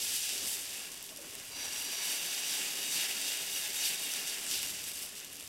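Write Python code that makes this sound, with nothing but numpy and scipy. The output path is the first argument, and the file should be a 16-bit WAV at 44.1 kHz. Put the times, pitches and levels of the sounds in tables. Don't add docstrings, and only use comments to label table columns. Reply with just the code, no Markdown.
import sys
import numpy as np
from scipy import signal
from scipy.fft import rfft, irfft
from scipy.io import wavfile
from scipy.ndimage import uniform_filter1d

SR = 44100
rng = np.random.default_rng(int(sys.argv[2]) if len(sys.argv) > 2 else 0)


def wav_out(sig):
    wavfile.write(sys.argv[1], SR, np.round(np.clip(np.atleast_2d(sig).T, -1, 1) * 32767).astype(np.int16))


N = 241973
TIME = np.arange(N) / SR
FREQ = np.maximum(np.arange(N + 1) * SR / (2 * N), 1)

# lands_s, spread_s (time constant),
# sets_s, level_db, fade_db_per_s, coarse_db and spray_db (both relative to level_db)
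POURS = [(-0.2, 0.045, 0.314, -36, 29.5, -4.5, -0.7), (0.2, 0.031, 0.27, -42, 79, 0, -15),
         (0.41, .035, 0.498, -40.5, 54, -5, 2.5), (0.55, 0.06, 0.78, -45, 65, 3, -3),
         (1.2, 0.031, 1.42, -51.5, 27, 3, -2), (1.51, .075, 4.56, -41.5, 17, 2.5, -2),
         (1.99, .04, 4.12, -47, 40, 2, -0.5), (4.8, 0.02, 5, -47, 104, -13, 3.5)]
# peak_s, rise_s,
# fall_s (half the decay time constant), level_db, coarse_db and spray_db (relative to level_db)
FLARES = [(0.165, 0.018, .02, -43, -5, 8), (0.525, 0.031, 0.023, -44.5, 3, 5),
          (0.815, .025, .018, -50, 7, -7), (1.31, 0.024, .025, -53, 5, 1), (1.83, 0.091, .035, -47, -4, 3),
          (2.085, 0.081, .11, -39, -0.5, 1.5), (2.335, .045, .07, -41, 3, -2),
          (2.515, .08, .12, -38.5, 2, -1.5), (2.785, .06, .11, -42.5, -3, -0.5),
          (3.0, .11, .075, -37.6, 2, 0.5), (3.285, 0.082, .075, -38, 1, -1),
          (3.545, 0.037, .05, -39.5, 0, 3.5), (3.76, .025, .05, -43, 3, 4.5),
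          (3.865, .055, .05, -36, -1.5, -0.5), (4.04, 0.029, .04, -45, -10, 6),
          (4.135, 0.058, .07, -45, 3, 5.5), (4.29, 0.024, .025, -39, -7, -5),
          (4.525, .045, .1, -37, -18, 0.5), (5.03, 0.0099, .015, -47.5, -3, 8),
          (5.18, .025, .025, -51, 6.5, -1)]
COARSE_LAG_S = 0.037
SET_DB, SET_SPRAY_DB = -50.5, 1
# frequency_hz, level_db
SIZZLE_COLOUR = [(80, -35), (500, -13), (800, -12.5), (1150, -22.5), (1400, -10.5), (1800, -8),
                 (2500, -3.5), (3400, -1.4), (4150, -5), (5200, -1.8), (6600, -4), (8500, -0.7),
                 (9400, -5.5), (12000, -5), (14200, -6.5), (15500, -11)]
# frequency_hz, width_hz, lift_db
GRIDDLE_MODES = [(1700, 110, 3.3), (2620, 120, 1.6), (2830, 240, 5), (3705, 200, 2.7), (4680, 300, 4.1),
                 (5800, 550, 2.4), (6250, 220, 1.3), (7320, 420, 2.6), (8580, 620, 1.7), (9990, 400, 2.7),
                 (11260, 650, 4.6)]
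MIST_THICK_DB, MIST_SPREAD_DB = -3, -1.4
SPREADING_S, SPREADING_HALF_S = 2.94, 1.6
# start_s, level_db (first millisecond, before trim and colour), tilt_db_per_octave
LOUD_SPITS = [(0.1642, -33, 1), (0.2925, -31, 0), (0.3795, -33, 0), (0.4742, -32, 1), (0.5302, -30, 2),
              (0.9181, -37, 1), (0.9434, -40, 1), (1.0921, -39, -1), (1.1625, -40, -1), (1.1754, -39, 1),
              (1.3997, -39, 0), (1.4528, -42, 2), (2.2279, -33, 0), (3.2149, -32, 0), (3.2817, -31, -1),
              (3.8815, -29, 1), (3.8915, -30, 0), (4.1375, -29, 1), (4.2753, -30, 1), (4.3839, -35, 0),
              (4.4662, -32, 1), (4.5128, -29, 0), (4.6301, -27, 1), (4.8408, -33, 2), (4.9166, -35, 1),
              (4.9913, -36, 2), (5.0215, -37, 2), (5.0245, -35, 1), (5.2015, -38, 1), (5.3008, -42, 3),
              (5.3339, -41, 3), (5.3563, -40, 2), (5.3985, -39, 2), (5.4085, -37, 1), (5.4755, -39, 2)]
SMALL_SPITS_PER_S, SMALL_SPIT_DB, SMALL_SPIT_SPREAD_DB, SMALL_SPIT_TILT_DB = 25, -42, -3, 5
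# centre_s, half_length_s (nominal), level_db (before colour),
# pitch_hz (centre of the hiss at mid-squeeze, before colour)
SQUEEZES = [(0.289, 0.062, -46.5, 3595), (2.501, .05, -46, 5230), (2.98, 0.063, -37.5, 4304),
            (3.269, 0.053, -45.5, 4220), (3.846, .05, -36.8, 4616), (4.545, 0.057, -40, 4910)]
SQUEEZE_FALL_OCT_PER_S, SQUEEZE_HALF_WIDTH_HZ = 9, 1440
# pitch_hz, half_width_hz (of each filter pass), light_db (resting in the batter),
# pressed_db (on the iron); levels are relative within each column
LADLE_MODES = [(990, 200, -4.5, -22), (1693, 75.2, -6, -20), (2225, 45, -5, -8), (3714, 56, -11, 3.5),
               (3910, 59.6, 0.5, -26), (4576, 50, 1.5, -1), (4740, 53, 2, -4), (5790, 47, 8, -12),
               (6060, 130, -2, 2)]
# centre_s, half_length_s, level_db, pressure (0-1)
STROKES = [(1.603, 0.088, -43.5, 0), (1.85, 0.18, -43, 0.2), (2.081, 0.11, -40.5, 0.44),
           (2.296, 0.13, -43, 0.7), (2.5, 0.11, -41.5, 0.4), (2.886, 0.12, -42.5, 0.91),
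           (3.291, 0.16, -46, 0.92), (3.564, 0.078, -41, 0.64), (3.835, 0.0865, -42.5, 0.84),
           (4.067, 0.15, -44.5, 0.9), (4.303, 0.086, -49, 0.8), (4.58, 0.13, -53, 0.81)]
# time_s, pitch_hz
BOWL_PITCH = [(1.5, 2750), (1.7, 2770), (1.85, 2915), (2.08, 2920), (2.19, 2730), (2.3, 2860), (2.75, 2885),
              (3.07, 2810), (3.45, 2860), (4.3, 2820)]
BOWL_HALF_WIDTH_HZ, BOWL_LIGHT_DB, BOWL_PRESSED_DB = 60, 1, 4
# start_s, pitch_hz (at the start), level_db (nominal peak), t60_s
PLOPS = [(0.325, 395, -47, .08), (0.33, 570, -53, .07), (1.115, 640, -51, .13), (1.186, 580, -45.5, .14),
         (1.197, 490, -52, .1), (1.213, 330, -51, .14), (1.252, 390, -51.5, .16), (1.265, 262, -51, .16),
         (1.365, 390, -54, .06), (5.385, 290, -51, .08)]
# time_s, rush_db, rumble_db
BURNER_LEVELS = [(0.0, -54, -68), (0.25, -63.5, -65), (0.36, -54, -66.5), (0.78, -57.5, -70),
                 (0.949, -57.5, -72), (1.48, -58.5, -66.5), (1.68, -54, -67), (2.1, -54.5, -82),
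                 (2.5, -55, -93), (2.9, -53, -80), (3.6, -56.5, -72), (4.2, -55, -75.5), (4.7, -55, -63.5),
                 (5.2, -59, -72), (5.48, -61.5, -66)]
# frequency_hz, level_db
BURNER_COLOUR = [(20, -5), (40, -10), (70, -47), (115, -14), (170, -1), (330, -3.5), (600, -3), (900, -7.5),
                 (1300, -7.5), (3000, -13), (12000, -60)]
# frequency_hz, width_hz, lift_db
BURNER_MODES = [(281, 22, 7.5), (393, 28, 8.5), (1085, 45, 6)]
# frequency_hz, level_db
RUMBLE_COLOUR = [(20, -21), (45, -15), (65, -2), (88, 0), (120, -4.5), (170, -6.5), (260, -26),
                 (1000, -72.5)]
TOP_HZ = 15750


def sizzle(rate_per_s=4000, spread_db=1.5, hiss_db=-4, trim_db=1.86, coarse_trim_db=1,
           dry_s=5.0, dry_thinning=.65, flutter_db=0.81, spray_flutter_db=0.88):
    level_db, coarse_db, spray_db = boiling()
    level_db = level_db + flutter_db * walk(45)
    boil = undb(level_db - np.median(level_db))
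    moisture = 1 + (dry_thinning - 1) / (1 + np.exp(-(TIME - dry_s) / 0.17))
    fizz = crackle(rate_per_s * moisture * np.sqrt(boil), spread_db)
    fizz = unit(fizz + undb(hiss_db) * rng.standard_normal(N))
    lows = 1 / (1 + (FREQ / 2600) ** 6)
    highs = 1 - 1 / (1 + (FREQ / 9200) ** 8)
    coarse = crackle(9000 * np.sqrt(boil), 2.2, count=96)
    coarse = coarse * undb(coarse_db + coarse_trim_db + flutter_db * walk(40))
    spray_gain = undb(spray_db + spray_flutter_db * walk(40))
    spray_change = shape(fizz, highs) * (spray_gain - 1)
    mix = shape(fizz, np.sqrt(1 - lows)) + shape(coarse, np.sqrt(lows)) + spray_change
    coloured = shape(mix, causal(colour(SIZZLE_COLOUR, GRIDDLE_MODES)))
    return unit(coloured) * undb(level_db + trim_db)


def boiling():
    whole = undb(SET_DB) ** 2 * np.ones(N)
    coarse = whole
    spray = whole * undb(SET_SPRAY_DB) ** 2
    for lands, spread_s, sets, db, fade, coarse_db, spray_db in POURS:
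        gain = undb(db) * held(lands, sets, spread_s, fade)
        whole = whole + gain ** 2
        coarse = coarse + (gain * undb(coarse_db)) ** 2
        spray = spray + (gain * undb(spray_db)) ** 2
    for s, rise_s, fall_s, db, coarse_db, spray_db in FLARES:
        gain = undb(db) * flare(s, rise_s, fall_s)
        late = undb(db) * flare(s + COARSE_LAG_S, rise_s, fall_s)
        whole = whole + gain ** 2
        coarse = coarse + (late * undb(coarse_db)) ** 2
        spray = spray + (gain * undb(spray_db)) ** 2
    return 10 * np.log10([whole, coarse / whole, spray / whole])


def held(start, end, attack_s, fade_db_per_s):
    rise = 1 - np.exp(-np.maximum(TIME - start, 0) / attack_s)
    return rise * undb(-fade_db_per_s * np.maximum(TIME - end, 0))


def flare(s, rise_s, fall_s):
    return np.exp(-(np.minimum(TIME - s, 0) / rise_s) ** 2 - np.maximum(TIME - s, 0) / (2 * fall_s))


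def crackle(rate, spread_db, count=160):
    out = np.zeros(N)
    moments = np.flatnonzero(rng.random(N) < rate / SR)
    sizes = undb(spread_db * np.minimum(rng.exponential(size=N), 4.2))
    for spot in range(count):
        ring = burst(.0003, -12, .0024)
        starts = moments[spot::count]
        places = starts[:, None] + np.arange(len(ring))
        bursts = np.outer(sizes[starts], ring)
        out += np.bincount(places.ravel(), bursts.ravel(), N)[:N]
    return unit(out / np.sqrt(rate))


def burst(decay_s, tail_db, tail_s, size=400):
    t = TIME[:size]
    envelope = np.exp(-t / decay_s) + undb(tail_db) * np.exp(-t / tail_s)
    x = rng.standard_normal(size) * envelope
    return x / np.sqrt(np.sum(x ** 2))


def spits(trim_db=.8):
    out = np.zeros(2 * N)
    moments = np.flatnonzero(rng.random(N) < SMALL_SPITS_PER_S / SR)
    sizes_db = SMALL_SPIT_DB + SMALL_SPIT_SPREAD_DB * rng.standard_normal(N)
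    small = [(TIME[i], sizes_db[i], SMALL_SPIT_TILT_DB) for i in moments]
    for s, db, tilt_db in LOUD_SPITS + small:
        snap = burst(.0004, -15, .0025) * np.sqrt(SR / 1000)
        octaves = np.log2(np.maximum(np.fft.rfftfreq(len(snap), 1 / SR), 500) / 7000)
        snap = irfft(rfft(snap) * undb(tilt_db * octaves))
        start = int(s * SR)
        out[start:start + len(snap)] += undb(db + trim_db) * snap
    ring = colour(SIZZLE_COLOUR, GRIDDLE_MODES)
    return shape(out[:N], causal(unit(ring)))


def mist(x):
    db = MIST_THICK_DB + (MIST_SPREAD_DB - MIST_THICK_DB) * bump(SPREADING_S, SPREADING_HALF_S)
    top = shape(x, 1 - 1 / (1 + (FREQ / 12200) ** 32))
    return x + top * (undb(db) - 1)


def squeezes():
    out = 0
    for s, half, db, hz in SQUEEZES:
        centre = hz * 2 ** (-SQUEEZE_FALL_OCT_PER_S * np.clip(TIME - s, -2 * half, 2 * half))
        spurt = ringing(centre, SQUEEZE_HALF_WIDTH_HZ, 0)
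        out = out + undb(db) * spurt * np.exp(-((TIME - s) / (1.75 * half)) ** 2)
    return shape(out, causal(colour(SIZZLE_COLOUR, GRIDDLE_MODES)))


def ladle(steadiness=0.27, grit_db=1):
    light, firm = 0, 0
    for s, half, db, pressure in STROKES:
        stroke = undb(db) * bump(s, half)
        light = light + stroke * (1 - np.clip(pressure, 0, 1))
        firm = firm + stroke * np.clip(pressure, 0, 1)
    detune = 1 + .005 * walk(14)
    bowl_hz = np.interp(TIME, *np.transpose(BOWL_PITCH))
    modes = LADLE_MODES + [(bowl_hz, BOWL_HALF_WIDTH_HZ, BOWL_LIGHT_DB, BOWL_PRESSED_DB)]
    out = 0
    for column, force in enumerate((light, firm)):
        ring = 0
        for hz, half_width, *levels_db in modes:
            ring = ring + undb(levels_db[column]) * ringing(hz * detune, half_width, steadiness)
        out = out + force * unit(ring)
    return out * undb(grit_db * walk(200))


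def ringing(hz, half_width_hz, steadiness):
    z = rng.standard_normal(N) + 1j * rng.standard_normal(N)
    pole = np.exp(-2 * np.pi * half_width_hz / SR)
    for _ in range(2):
        z = signal.lfilter([1], [1, -pole], z)
    z = z / (np.abs(z) + 1e-9) ** np.clip(steadiness, 0, 1)
    carrier = np.exp(2j * np.pi * np.cumsum(hz * np.ones(N)) / SR)
    return unit(np.real(z * carrier))


def plops(sag_per_s=1.7, attack_s=0.001094):
    out = 0
    for s, hz, db, t60 in PLOPS:
        t = np.maximum(TIME - s, 0)
        phase = 2 * np.pi * np.cumsum(hz * np.exp(-sag_per_s * t) * (t > 0)) / SR
        envelope = (1 - np.exp(-t / attack_s)) * np.exp(-np.log(1000) * t / t60)
        out = out + undb(db) * np.sin(phase) * envelope
    return out


def kitchen(x, wet_db=-15, t60_s=.2):
    t = TIME[:SR // 2]
    tail = rng.standard_normal(len(t)) * np.exp(-np.log(1000) * t / t60_s) * (t > .003)
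    echo = signal.fftconvolve(x, tail / np.sqrt(np.sum(tail ** 2)))[:N]
    return (x + undb(wet_db) * echo) / np.sqrt(1 + undb(wet_db) ** 2)


def burner(side_db=-14, waver_db=1.62):
    s, *columns = np.transpose(BURNER_LEVELS)
    rush_db, rumble_db = (np.interp(TIME, s, c) for c in columns)
    rush = unit(shape(rng.standard_normal((2, N)), colour(BURNER_COLOUR, BURNER_MODES)))
    rumble = unit(shape(rng.standard_normal((2, N)), colour(RUMBLE_COLOUR)))
    x = rush * undb(rush_db + waver_db * walk(30)) + rumble * undb(rumble_db)
    side = undb(side_db) * shape(x[1], 1 / (1 + (FREQ / 1800) ** 6))
    return x[0] + side * np.array([[1], [-1]])


def undb(db):
    return 10 ** (np.asarray(db) / 20)


def unit(x):
    return x / np.sqrt(np.mean(x ** 2))


def bump(centre, half):
    return np.exp(-((TIME - centre) / half) ** 4)


def walk(rate):
    k = max(int(SR / rate), 1)
    steps = np.repeat(rng.standard_normal(N // k + 1), k)
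    return unit(uniform_filter1d(steps, k)[:N])


def peak(hz, width):
    return 1 / (1 + (2 * (FREQ - hz) / width) ** 2)


def colour(points, resonances=()):
    hz, db = np.transpose(points)
    outline_db = np.interp(np.log(FREQ), np.log(hz), db)
    return undb(outline_db + sum(lift * peak(f, w) for f, w, lift in resonances))


def shape(x, gain):
    return irfft(rfft(x, 2 * N) * gain)[..., :N]


def causal(gain):
    cepstrum = irfft(np.log(gain))
    cepstrum[1:N] *= 2
    cepstrum[N + 1:] = 0
    return np.exp(rfft(cepstrum))


def scene():
    griddle = mist(sizzle() + spits())
    return kitchen(griddle + squeezes() + ladle() + plops()) + burner()


def record(dry):
    return signal.sosfilt(signal.ellip(10, .2, 80, TOP_HZ, fs=SR, output="sos"), dry)


dry = scene()
out = record(dry)
wav_out(out)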